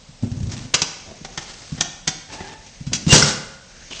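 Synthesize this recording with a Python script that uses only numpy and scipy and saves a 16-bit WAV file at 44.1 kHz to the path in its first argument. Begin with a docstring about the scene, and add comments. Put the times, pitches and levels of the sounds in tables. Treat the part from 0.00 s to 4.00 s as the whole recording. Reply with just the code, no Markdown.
"""Two steel tire irons lever a tire over its rim on a concrete workshop floor.
The irons clank and scrape on the rim, while the rubber sticks and slips in thuds and a low judder.
At last the bead (the tire's stiff inner edge) slides over the rim's lip with a loud rasp and a squeal,
and the jolted wheel rings. Boots and clothes rustle, and the shop echoes over a faint, steady hiss."""
import sys
import numpy as np
from scipy import signal
from scipy.fft import rfft, irfft, next_fast_len
from scipy.io import wavfile
from scipy.ndimage import map_coordinates

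SR = 44100
rng = np.random.default_rng(int(sys.argv[2]) if len(sys.argv) > 2 else 0)


def output_pcm(signal):
    """Save a mono or channel-first signal as 16-bit PCM at the path in sys.argv[1].

    Samples are clipped to [-1, 1] before scaling.
    """
    pcm = np.clip(np.atleast_2d(signal).T, -1, 1) * 32767
    wavfile.write(sys.argv[1], SR, np.round(pcm).astype(np.int16))


N = 176400  # 4 seconds

# Levels in dB are relative. A ring time (t60) is how long a sound takes to fade by 60 dB.
# How loudly boots and clothes rustle. Each row: time in seconds, level in dB.
RUSTLE_LEVELS = [(0, -71), (.9, -46.5), (1.15, -49), (1.6, -57), (2.1, -82), (2.7, -48), (3.45, -80.5),
                 (3.7, -52), (4, -41)]
# The tone of that rustle. Each row: frequency in Hz, level in dB.
RUSTLE_SPECTRUM = [(100, -3), (500, 2.5), (1100, -8.5), (1650, 1.5), (2100, 7.5), (3500, 1.5), (6500, 10.5),
                   (8500, -22.5)]
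# Rubber slipping on the rim. Each row: start in seconds, level in dB, pitch in Hz.
RUBBER_SLIPS = [(.087, -32, 133), (0.225, -16, 112), (0.244, -24, 210), (0.259, -30, 127), (.316, -14, 104),
                (0.344, -38, 89), (.368, -19, 116), (.403, -16, 124.5), (0.43, -13, 94.5), (.439, -30, 210),
                (0.469, -15.5, 105), (0.499, -42, 195), (0.534, -24, 136), (.580, -28.5, 182),
                (0.606, -22.5, 106), (0.646, -34.5, 130), (1.209, -28, 166), (1.72, -15.5, 143.5),
                (1.746, -25, 112), (2.805, -21.5, 138), (2.867, -14.5, 133), (2.896, -26, 109),
                (2.916, -24.5, 146), (3.066, -5, 155.5), (3.09, -14.5, 208), (3.124, -1, 116.4),
                (3.152, -8.5, 225.5), (3.225, -13.5, 138)]
# The tones in one thud. Each row: multiple of the pitch, level in dB.
THUD_TONES = [(.62, -6), (1.001, 1.5), (1.75, -8)]
# Rubber dragged over the rim, one list for each pull. 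Each row: time in seconds, level in dB.
JUDDER_PULLS = [
    [(.22, -72.5), (.235, -18), (.3, -38.5), (.45, -31), (.56, -36.5), (.67, -38), (.74, -62.5)],
    [(2.86, -50), (2.93, -31.5), (3.0, -41), (3.07, -36.5)],
]
# The shaking body of the tire. Each row: frequency in Hz, level in dB.
JUDDER_SPECTRUM = [(25, -34.5), (48, -25), (65, -8), (120, 2.5), (190, -6.5), (250, 2.5), (340, -31),
                   (600, -34.5), (1500, -44)]
# Iron and rubber rubbing. Each row: start in seconds, length in seconds, level in dB,
# brightness in dB per octave, resonance in Hz, boost at that resonance in dB.
SCRAPE_STROKES = [(0.224, 0.026, -32.5, -7.5, 600, 10.5), (0.258, 0.32, -43.5, -6.5, 6500, 21),
                  (0.489, 0.027, -39.5, -1, 6200, 2), (0.509, 0.04, -33, -.5, 6200, 5.5),
                  (0.558, 0.048, -38, 0.5, 2600, 3.5), (0.607, 0.056, -40.5, -1, 6400, 3),
                  (1.055, 0.077, -41.5, -3.5, 650, 7), (1.295, 0.14, -45.5, -1.5, 6200, 9),
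                  (1.389, 0.39, -43, 1.5, 5800, 0.5), (1.472, 0.049, -39.5, -0.5, 3300, 4),
                  (2.285, 0.26, -41.5, -1, 2700, 3.5), (2.32, 0.041, -32, -0.5, 800, 5.5),
                  (2.916, 0.011, -25.5, -4, 2500, -5), (2.975, 0.058, -43, -17, 6000, -2),
                  (3.68, .17, -52.5, -2.5, 1650, 18), (3.903, .03, -35, -1, 3000, 10),
                  (3.939, .1, -38.5, 1.3, 3100, 9), (3.917, 0.013, -35, -8, 453, 25),
                  (3.921, 0.014, -29, 1, 2900, 14)]
# The basic tone of rubbing. Each row: frequency in Hz, level in dB.
SCRAPE_SPECTRUM = [(100, 8), (400, 3), (1100, -2), (2800, -1.5), (6200, 0.5), (8500, -10.5)]
# An iron hits the rim. Each row: start in seconds, which iron, level in dB, ring time in seconds,
# brightness in dB per octave, the wheel's thud in dB relative to the hit.
IRON_HITS = [(0.7412, "short", -4.5, 0.051, -1.5, -17), (0.8183, "short", -9.5, 0.045, -2, -12),
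             (1.248, "long", -24, 0.043, -4.5, -10.5), (1.376, "long", -19, 0.049, -3.7, -8),
             (1.777, "long", -35.5, 0.18, -4.5, 9), (1.809, "long", -7, 0.032, -1, -15.5),
             (2.076, "long", -9, 0.047, -1.43, -9), (2.405, "long", -27, 0.058, -8, -0.5),
             (2.663, "short", -40, 0.072, -1, -27), (2.866, "short", -37, 0.14, -2.5, -19.5),
             (2.9323, "short", -11.5, 0.046, -0.4, -10), (2.95, "short", -18.5, 0.078, 1.5, -10),
             (3.126, "long", -0.5, 0.028, -2.5, -5.5), (3.1602, "short", -5.5, 0.057, -1.5, -33),
             (3.179, "short", -11.5, 0.094, 6.5, -9.5), (3.197, "short", -14.5, 0.037, 6, -22)]
# The tones of the short and the long iron held against the rim. Each row: frequency in Hz, level in dB.
HELD_IRON_TONES = {"short": [(1495, -8.5), (2320, -10.5), (2605, -4), (2880, -6), (3300, 0.5), (3945, -3.5),
                   (4750, -2.5), (4960, -2), (5330, -8), (5700, -25.5), (5830, 2.5), (6050, -10.5),
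                   (6400, -1), (7270, -7.5)], "long": [(770, -4), (1455, -6.5), (1680, -8.5), (1850, 3),
                   (1970, -1.5), (2080, -5.5), (2300, -13.5), (3200, 3), (3445, 2.5), (3700, -2),
                   (4780, -3), (5000, -23.5), (5815, -12.5), (6265, 6)]}
# The iron's bounces within one clank. Each row: delay in seconds, level in dB.
BOUNCES = [(0, -0.5), (.0055, -10), (.012, -13.5)]
# The sharp crack of steel on steel. Each row: frequency in Hz, level in dB.
CRACK_SPECTRUM = [(150, -12), (400, -7), (1100, -5.5), (2000, -3), (4200, 1), (6000, 7), (7200, 1.5),
                  (8500, -9)]
# How loudly an iron groans under load. Each row: time in seconds, level in dB.
GROAN_LEVELS = [(2.29, -51), (2.34, -48.5), (2.42, -42), (2.52, -44), (2.58, -50.5), (2.64, -62)]
# The tones in the groan. Each row: multiple of the pitch, level in dB.
GROAN_HARMONICS = [(1, 4), (2, 1.5), (3, -8)]
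# How loudly the bead slides over the rim's lip. Each row: time in seconds, level in dB.
RASP_LEVELS = [(3.062, -78), (3.071, -34), (3.088, -23), (3.11, -18), (3.135, -6.5), (3.18, -16),
               (3.21, -20.5), (3.3, -22), (3.4, -54.5)]
# The tone of that slide. Each row: frequency in Hz, level in dB.
RASP_SPECTRUM = [(25, -19.5), (55, -18), (150, 14), (300, -1.5), (420, 7), (600, 0), (1100, -1), (2500, 0),
                 (4000, 2.5), (5700, 4), (7000, 2), (8500, -4)]
# Steel squealing on steel. Each row: start in seconds, rise time in seconds, level in dB, pitch in Hz.
STEEL_SQUEALS = [(3.092, 0.024, -13, 2803), (3.122, 0.02, -17.5, 4754)]
# Blows that ring the freed rim. Each row: start in seconds, level in dB.
RIM_BLOWS = [(3.126, -21), (3.159, -28.5), (3.226, -25)]
# The tones of the steel rim. Each row: frequency in Hz, level in dB, ring time in seconds.
RIM_TONES = [(103.7, 2.5, 0.27), (141.6, -5.5, .4), (213.5, 5, 0.24), (256, 0, 0.19), (397, -10, .35),
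             (507, -6, 0.47), (540, -8.5, 0.9), (1430, -9, 1), (1462, -20, 0.96), (2114, -11.5, 0.47),
             (2808, -22, .5), (5480, -4.5, .4), (5700, -4, .4), (6440, -7, 0.76)]
# An iron springs free. Each row: start in seconds, level in dB, ring time in seconds.
IRON_RECOILS = [(3.2245, -4, 0.043)]
# The tones of the freed iron. Each row: frequency in Hz, level in dB.
FREE_IRON_TONES = [(1400, -7), (1490, -2.5), (2067, -7.5), (4980, -5.5), (5238, -3), (5420, -0.5),
                   (5720, -3)]
# How long the shop echoes. Each row: frequency in Hz, ring time in seconds.
ECHO_TIMES = [(100, 0.68), (500, 0.63), (1500, .8), (4000, .68), (8000, 0.62)]
# How strongly the shop echoes. Each row: frequency in Hz, level in dB.
ECHO_LEVELS = [(80, -23.5), (200, -6), (600, -2), (2000, -7.5), (6000, -9), (8500, -10.5)]
# The shop's steady hiss and rumble. Each row: frequency in Hz, level in dB.
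HISS_SPECTRUM = [(15, -35.5), (25, 5), (63, -6.5), (93, -4), (252, -9), (321, -25), (510, -13.5),
                 (1080, -20.5), (1640, -23), (2040, -21.5), (5540, -18.5), (8370, -26.5), (10900, -43.5),
                 (18400, -120)]

TOP_HZ = 8600  # treble limit
GRAIN_DB, PRESSURE_DB, PRESSURE_PER_S = 3, 1.37, 94  # how rough and uneven the rubbing is
THUD_ATTACK_S, THUD_T60_S = 0.0048, 0.052
CLANK_ATTACK_S, WHEEL_HZ = 0.00048, 154


def amp(db):
    """Turn decibels into a factor to multiply by."""
    return 10 ** (np.asarray(db) / 20)


def unit(x):
    """Scale a sound to an average (rms) level of 1."""
    return x / np.sqrt(np.mean(x ** 2) + 1e-20)


def along(points, hz):
    """Read between (Hz, value) points on a logarithmic frequency scale."""
    freqs, values = np.transpose(points)
    return np.interp(np.log(hz + 1), np.log(freqs + 1), values)


def seconds(length):
    """The time of each sample in a sound of this length."""
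    return np.arange(int(length * SR)) / SR


def swell(rows):
    """A loudness curve through (seconds, dB) points, silent outside them."""
    return amp(np.interp(np.arange(N) / SR, *np.transpose(rows), left=-120, right=-120))


def wobble(t, per_s):
    """A smooth curve through per_s random values each second."""
    return map_coordinates(rng.standard_normal(4096), [t * per_s], mode="wrap")


def tilt(hz, slope):
    """The dB that brighten or dull a sound by slope dB per octave, pivoting at 4000 Hz."""
    return slope * np.log2(np.maximum(hz, 300) / 4000)


def noise(spectrum, size, slope=0):
    """Noise shaped to a spectrum, at an average level of 1."""
    hz = np.fft.rfftfreq(size, 1 / SR)
    gain = amp(along(spectrum, hz) + tilt(hz, slope)) * (hz < TOP_HZ)
    return unit(irfft(rfft(rng.standard_normal(size)) * gain, size))


def dying(t, t60):
    """A fade that drops 60 dB every t60 seconds."""
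    return np.exp(-np.log(1000) * t / t60)


def ring(t, hz, db, t60, detune=0):
    """Struck steel rings with several fading tones, mixed a little differently at each blow."""
    level_draw, pitch_draw, phase = rng.standard_normal((3, len(hz), 1))
    gain = amp(db[:, None] + 0.83 * level_draw)
    waves = np.sin(2 * np.pi * (hz[:, None] * (1 + detune * pitch_draw) * t + phase))
    fades = dying(t, np.reshape(t60, (-1, 1)))
    return np.sum(gain * waves * fades, 0) / np.sqrt(np.sum(gain ** 2) / 2)


def add(track, start, sound):
    """Mix a sound into the track at start seconds."""
    part = track[int(start * SR):][:len(sound)]
    part += sound[:len(part)]


def rustle():
    """Boots and clothes rub softly under uneven pressure."""
    cloth = noise(RUSTLE_SPECTRUM, N)
    pressure = amp(PRESSURE_DB * wobble(np.arange(N) / SR, PRESSURE_PER_S))
    return swell(RUSTLE_LEVELS) * unit(cloth * pressure)


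def thud(t, hz):
    """One soft bounce of the rubber, which dies away quickly."""
    body = sum(amp(db) * np.sin(2 * np.pi * hz * multiple * t) for multiple, db in THUD_TONES)
    attack = 1 - np.exp(-(t / THUD_ATTACK_S) ** 2)
    return 2 * body * attack * dying(t, THUD_T60_S)


def rubber_slips(rub_db=-24):
    """The rubber sticks and slips: each slip is a thud with a faint rub."""
    out, t = np.zeros(N), seconds(0.5)
    for start, db, hz in RUBBER_SLIPS:
        rub = amp(rub_db) * noise(SCRAPE_SPECTRUM, len(t), slope=0.5) * dying(t, THUD_T60_S)
        add(out, start, amp(db) * (thud(t, hz) + rub))
    return out


def judder():
    """The tire shakes with a low rumble as it is dragged over the rim."""
    return sum(map(swell, JUDDER_PULLS)) * noise(JUDDER_SPECTRUM, N)


def scrapes(rise_s=0.008, fall_s=0.025, width_octaves=0.33):
    """Iron and rubber rub under uneven pressure, making short strokes of grainy noise."""
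    out, t = np.zeros(N), seconds(0.5)
    hz = np.geomspace(50, TOP_HZ, 200)
    for start, length, db, bright, peak_hz, boost_db in SCRAPE_STROKES:
        resonance = boost_db * np.exp(-(np.log2(hz / peak_hz) / width_octaves) ** 2)
        spectrum = np.c_[hz, along(SCRAPE_SPECTRUM, hz) + resonance]
        stroke = np.clip(t / rise_s, 0, 1) * np.clip((length - t) / fall_s + 0.5, 0, 1)
        grain = amp(GRAIN_DB * wobble(t, per_s=700) + PRESSURE_DB * wobble(t, PRESSURE_PER_S))
        add(out, start, amp(db) * stroke * unit(noise(spectrum, len(t), bright) * grain))
    return out


def clanks(graze_lead_s=0.0027, graze_db=-17, steel_db=-4, crack_db=-1):
    """An iron grazes the rim, thuds the wheel and bounces, cracking and ringing at each touch."""
    out, t = np.zeros(N), seconds(0.25)
    attack = 1 - np.exp(-t / CLANK_ATTACK_S)
    for start, iron, db, t60, bright, thud_db in IRON_HITS:
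        hz, levels = np.transpose(HELD_IRON_TONES[iron])
        graze = noise(SCRAPE_SPECTRUM, len(t)) * dying(t, t60)
        add(out, start - graze_lead_s, amp(db + graze_db) * graze)
        add(out, start, amp(db + thud_db) * thud(t, WHEEL_HZ))
        for delay, bounce_db in BOUNCES:
            # the grip shifts the iron's tones a little
            steel = amp(steel_db) * ring(t, hz, levels + tilt(hz, bright), t60, detune=0.013)
            crack = amp(crack_db) * noise(CRACK_SPECTRUM, len(t), bright) * dying(t, t60)
            add(out, start + delay, amp(db + bounce_db) * attack * (steel + crack))
    return out


def groan(pitch_hz=867, jitter=0.038, jitters_per_s=130):
    """A loaded iron creeps over the rubber with an unsteady pitch."""
    t = np.arange(N) / SR
    hz = pitch_hz * (1 + jitter * wobble(t, jitters_per_s))
    phase = 2 * np.pi * np.cumsum(hz) / SR
    tone = sum(amp(db) * np.sin(multiple * phase) for multiple, db in GROAN_HARMONICS)
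    grain = amp(GRAIN_DB * wobble(t, jitters_per_s))
    return swell(GROAN_LEVELS) * unit(tone * grain)


def bead_rasp(grain_db=2.5):
    """The bead slides over the rim's lip in a swell of rough noise."""
    grain = unit(amp(grain_db * wobble(np.arange(N) / SR, per_s=350)))
    return swell(RASP_LEVELS) * grain * noise(RASP_SPECTRUM, N)


def squeals(release_t60_s=0.11, waver_radians=0.45):
    """Steel slides on steel: a high, wavering tone builds up and then fades."""
    out, t = np.zeros(N), seconds(0.75)
    for start, rise, db, hz in STEEL_SQUEALS:
        grip = np.minimum(t / rise, 1) * dying(np.maximum(t - rise, 0), release_t60_s)
        phase = 2 * np.pi * hz * t + waver_radians * wobble(t, per_s=300)
        add(out, start, np.sqrt(2) * amp(db) * grip * np.sin(phase))
    return out


def rim_ring():
    """The wheel jolts, and the freed rim rings like a bell."""
    out, t = np.zeros(N), seconds(0.75)
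    for start, db in RIM_BLOWS:
        add(out, start, amp(db) * ring(t, *np.transpose(RIM_TONES), detune=0.0013))
    return out


def recoil():
    """An iron springs free and rings briefly."""
    out, t = np.zeros(N), seconds(0.25)
    attack = 1 - np.exp(-t / CLANK_ATTACK_S)
    for start, db, t60 in IRON_RECOILS:
        add(out, start, amp(db) * attack * ring(t, *np.transpose(FREE_IRON_TONES), t60))
    return out


def shop_echo(sound, build_s=0.004):
    """The hard walls echo: each half second of sound gets its own tail of fading noise."""
    out, size = np.zeros(N), SR // 2
    for first in range(0, N, size):
        hz, t, bands = signal.stft(rng.standard_normal(SR), SR, nperseg=256)
        fade = dying(t, along(ECHO_TIMES, hz)[:, None]) * (1 - np.exp(-t / build_s))
        fade /= np.sqrt(SR * np.mean(fade ** 2, 1, keepdims=True))  # equal energy in each band
        gain = amp(along(ECHO_LEVELS, hz))[:, None]
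        _, tail = signal.istft(bands * fade * gain, SR, nperseg=256)
        add(out, first / SR, signal.fftconvolve(sound[first:first + size], tail))
    return out


def scene(low_cut_hz=34, hiss_db=-47):
    """The work at the wheel, which gives off no deep bass, plus its echo and the shop's steady hiss."""
    work = clanks() + recoil() + scrapes() + rustle() + groan() + rubber_slips() + judder()
    work += bead_rasp() + squeals() + rim_ring()
    work = signal.lfilter(*signal.butter(2, low_cut_hz, "high", fs=SR), work)
    return (work + shop_echo(work) + amp(hiss_db) * noise(HISS_SPECTRUM, N))[None]


def record(dry, ceiling=0.93):
    """The loudest blows overload and are rounded off, and the highest treble is cut away."""
    clipped = dry / (1 + np.abs(dry / ceiling) ** 6) ** (1 / 6)
    size = next_fast_len(N + SR // 2)
    kept_band = np.fft.rfftfreq(size, 1 / SR) < TOP_HZ
    return irfft(rfft(clipped, size) * kept_band, size)[:, :N]


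dry = scene()
out = record(dry)
output_pcm(out)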